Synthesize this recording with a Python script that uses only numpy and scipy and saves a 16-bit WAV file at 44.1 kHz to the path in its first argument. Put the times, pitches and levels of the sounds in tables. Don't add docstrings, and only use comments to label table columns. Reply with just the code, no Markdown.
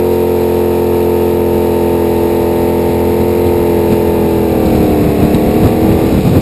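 import sys
import numpy as np
from scipy.fft import rfft, irfft, next_fast_len
from scipy.io import wavfile
from scipy.ndimage import map_coordinates

SR = 44100
rng = np.random.default_rng(int(sys.argv[2]) if len(sys.argv) > 2 else 0)


def inscribe(sig):
    pcm = np.round(np.clip(np.atleast_2d(sig).T, -1, 1) * 32767)
    wavfile.write(sys.argv[1], SR, pcm.astype(np.int16))


N = 282681


def amp(db):
    return 10 ** (np.asarray(db) / 20)


def unit(x):
    return x / np.sqrt(np.mean(x ** 2) + 1e-20)


def curve(rows):
    return np.interp(np.arange(N) / SR, *np.transpose(rows))


def wobble(rate):
    at = np.linspace(0, N * rate / SR, N // 32)
    knots = rng.standard_normal(int(at[-1]) + 4)
    coarse = map_coordinates(knots, [at + 1], mode="mirror")
    return np.interp(np.arange(N), np.linspace(0, N, len(at)), coarse)


def filtered(x, response):
    size = next_fast_len(N + 8192)
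    hz = np.fft.rfftfreq(size, 1 / SR)
    return irfft(rfft(x, size) * response(hz), size)[:N]


def coloured(x, spectrum):
    points_hz, points_db = np.transpose(spectrum)
    return unit(filtered(x, lambda hz: amp(np.interp(np.log(hz + 1), np.log(points_hz + 1), points_db))))


def noise(spectrum):
    return coloured(rng.standard_normal(N), spectrum)


def low_pass(x, edge_hz, order):
    return filtered(x, lambda hz: 1 / np.sqrt(1 + (hz / edge_hz) ** (2 * order)))


def soft_clip(x, top, hardness):
    return x / (1 + np.abs(x / top) ** hardness) ** (1 / hardness)


# time in seconds, relative level in dB.
AIRFLOW = [(0, -34.5), (2.3, -26), (3.9, -20.5), (4.5, -20), (4.75, -14), (5.2, -13), (5.45, -13.5),
           (5.95, -12.2), (6.3, -8.5)]


def airflow_db():
    flow_db = curve(AIRFLOW)
    return flow_db - flow_db.max()


# time in seconds, engine cycles per second.
REVS = [(0.0, 44.2), (0.64, 43.7), (1.28, 43.5), (2.02, 42.7), (2.89, 42.8), (3.41, 43.6), (3.82, 42.6),
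        (4.12, 42.5), (4.23, 41.9), (4.44, 41.3), (5.12, 36.9), (5.39, 38.6), (5.53, 38.8), (5.62, 39.5),
        (5.94, 40.7), (6.07, 40.8), (6.23, 39.4), (6.41, 39.9)]
LABOURING_HZ, TOP_REVS_HZ = (40.2, 41.5), (42.8, 43.7)


def cycle_hz():
    return curve(REVS)


# frequency in Hz, relative level in dB.
TYRE_HISS = [(500, -20), (1000, 3.5), (1450, 4), (2000, 5.5), (2450, 13), (2800, 9), (3100, 5), (3720, 8),
             (3970, 11), (4200, 6.5), (4600, 4), (5300, 3), (5800, -16.5)]


def tyre(grit_db):
    spin = amp(-36.5 + 0.1 * (cycle_hz() - TOP_REVS_HZ[1]))
    roll = amp(-33.5 + 0.57 * airflow_db())
    grit = amp(grit_db * wobble(500))
    flicker = amp(0.53 * wobble(12))
    return np.hypot(spin, roll) * flicker * unit(noise(TYRE_HISS) * grit)


# frequency in Hz, relative level in dB.
WIND_RUMBLE = [(10, -34), (25, -10.5), (60, -2.5), (115, 0), (180, 0), (260, -2.5), (350, -9), (500, -12),
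               (800, -22), (1300, -31), (3000, -51.5)]


def wind(lumps_db, crackle_db):
    swell = amp(curve(AIRFLOW) + 0.3)
    depth_db = lumps_db * (0.6 + 0.94 * amp(airflow_db()))
    eddies = amp(depth_db * wobble(32))
    thumps = unit(noise(WIND_RUMBLE) * eddies)
    crackle = coloured(rng.standard_normal(N) * thumps ** 2, TYRE_HISS)
    return swell * (thumps + amp(crackle_db) * crackle)


# frequency in Hz, relative level in dB.
GAS_BREATH = [(25, -28), (120, -22), (300, -9), (440, 1), (650, -6.5), (900, -5), (1100, -12),
              (1450, -20.5), (1800, -21), (2450, -37), (3100, -35), (5500, -30)]


def gas_puffs(angle, depth):
    firing = np.cos(4 * angle)
    return unit(noise(GAS_BREATH) * (1 + depth * firing))


# frequency in Hz, relative level in dB.
RASP_EQ = [(700, -30), (1000, -4), (1300, -3.5), (1480, -5), (1800, 1), (2100, 1.5), (2450, 2), (2780, .5),
           (3000, -10)]


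def rasp(angle, scatter_db):
    partials = np.zeros(N)
    for multiple in range(24, 72):
        swell = amp(scatter_db * np.tanh(wobble(0.915)))
        partials += swell * np.sin(multiple * angle + 2 * np.pi * rng.random())
    return coloured(partials, RASP_EQ)


def pipe_lag(multiple, dispersion, echo, echo_turn):
    return dispersion * multiple ** 2 + echo * np.sin(2 * np.pi * echo_turn * multiple)


# multiple of the cycle rate, then relative level in dB
EXHAUST_PARTIALS = [(2, -23, -23, -23), (3, -32, -32, -36), (4, -32, -31, -35), (5, -22, -22, -22),
                    (6, -25, -22, -20), (7, -44, -40, -39), (8, -16, -17, -17), (9, -25, -28, -27),
                    (10, -16, -17, -24), (11, -21, -21, -19), (12, -32, -26, -25), (13, -30, -32, -23),
                    (14, -31, -26, -33), (15, -41, -43, -34), (16, -37, -44, -32), (17, -31, -33, -34),
                    (18, -41, -33, -29), (19, -38, -37, -28), (20, -35, -34, -41), (21, -30, -28, -38),
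                    (22, -47, -39, -39), (23, -50, -44, -38), (29, -45, -51, -39.5), (31, -47, -47, -57),
                    (39, -54, -49, -52), (43, -57, -48, -59)]


def exhaust(speed_hz, angle, wander_db, flutter, labour_flutter):
    top = np.interp(speed_hz, TOP_REVS_HZ, [0, 1])
    labour = np.interp(speed_hz, LABOURING_HZ, [1, 0])
    middle = 1 - top - labour
    unsteady = flutter + labour_flutter * labour
    note = np.zeros(N)
    for multiple, top_db, middle_db, labour_db in EXHAUST_PARTIALS:
        level = top * amp(top_db) + middle * amp(middle_db) + labour * amp(labour_db)
        wander = amp(wander_db * wobble(2.93))
        tremble = 1 + unsteady * wobble(18)
        lag = pipe_lag(multiple, dispersion=0.57, echo=-1.22, echo_turn=0.244)
        phase = multiple * angle - lag + unsteady * wobble(22)
        note += level * wander * tremble * np.sin(phase)
    return note


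def throttle_db(open_db, lift_s, fall_s, drop_db):
    return open_db + curve([(lift_s, 0), (lift_s + fall_s, -drop_db)])


def engine():
    speed_hz = cycle_hz()
    angle = 2 * np.pi * np.cumsum(speed_hz) / SR
    angle += 0.0044 * wobble(40)
    note = amp(1.46) * exhaust(speed_hz, angle, wander_db=0.5, flutter=0.019, labour_flutter=0.14)
    rasp_gain = amp(-36 + 0.18 * airflow_db())
    buzz = rasp_gain * rasp(angle, scatter_db=7.0)
    gas = amp(-28.5) * gas_puffs(angle, depth=0.28)
    drive_db = throttle_db(open_db=1.82, lift_s=6.07, fall_s=0.068, drop_db=6)
    flicker_db = 0.14 * wobble(40)
    return amp(drive_db + flicker_db) * (note + buzz + gas)


def scene():
    mix = engine() + tyre(grit_db=1.0) + wind(lumps_db=3.5, crackle_db=-26.5)
    return np.array([mix, mix])


def record(dry):
    hold_hz = 12000
    rounded = soft_clip(dry[0], top=0.95, hardness=12)
    band = low_pass(rounded, edge_hz=5680, order=50)
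    carrier = np.cos(2 * np.pi * hold_hz * np.arange(N) / SR)
    mirrored = band * (1 + 2.19 * carrier)
    held = filtered(mirrored, lambda hz: np.sinc(hz / hold_hz))
    sway = amp(-43.0) * wobble(300)
    return np.array([low_pass(held * (1 + side * sway), edge_hz=15150, order=120) for side in (1, -1)])


dry = scene()
out = record(dry)
inscribe(out)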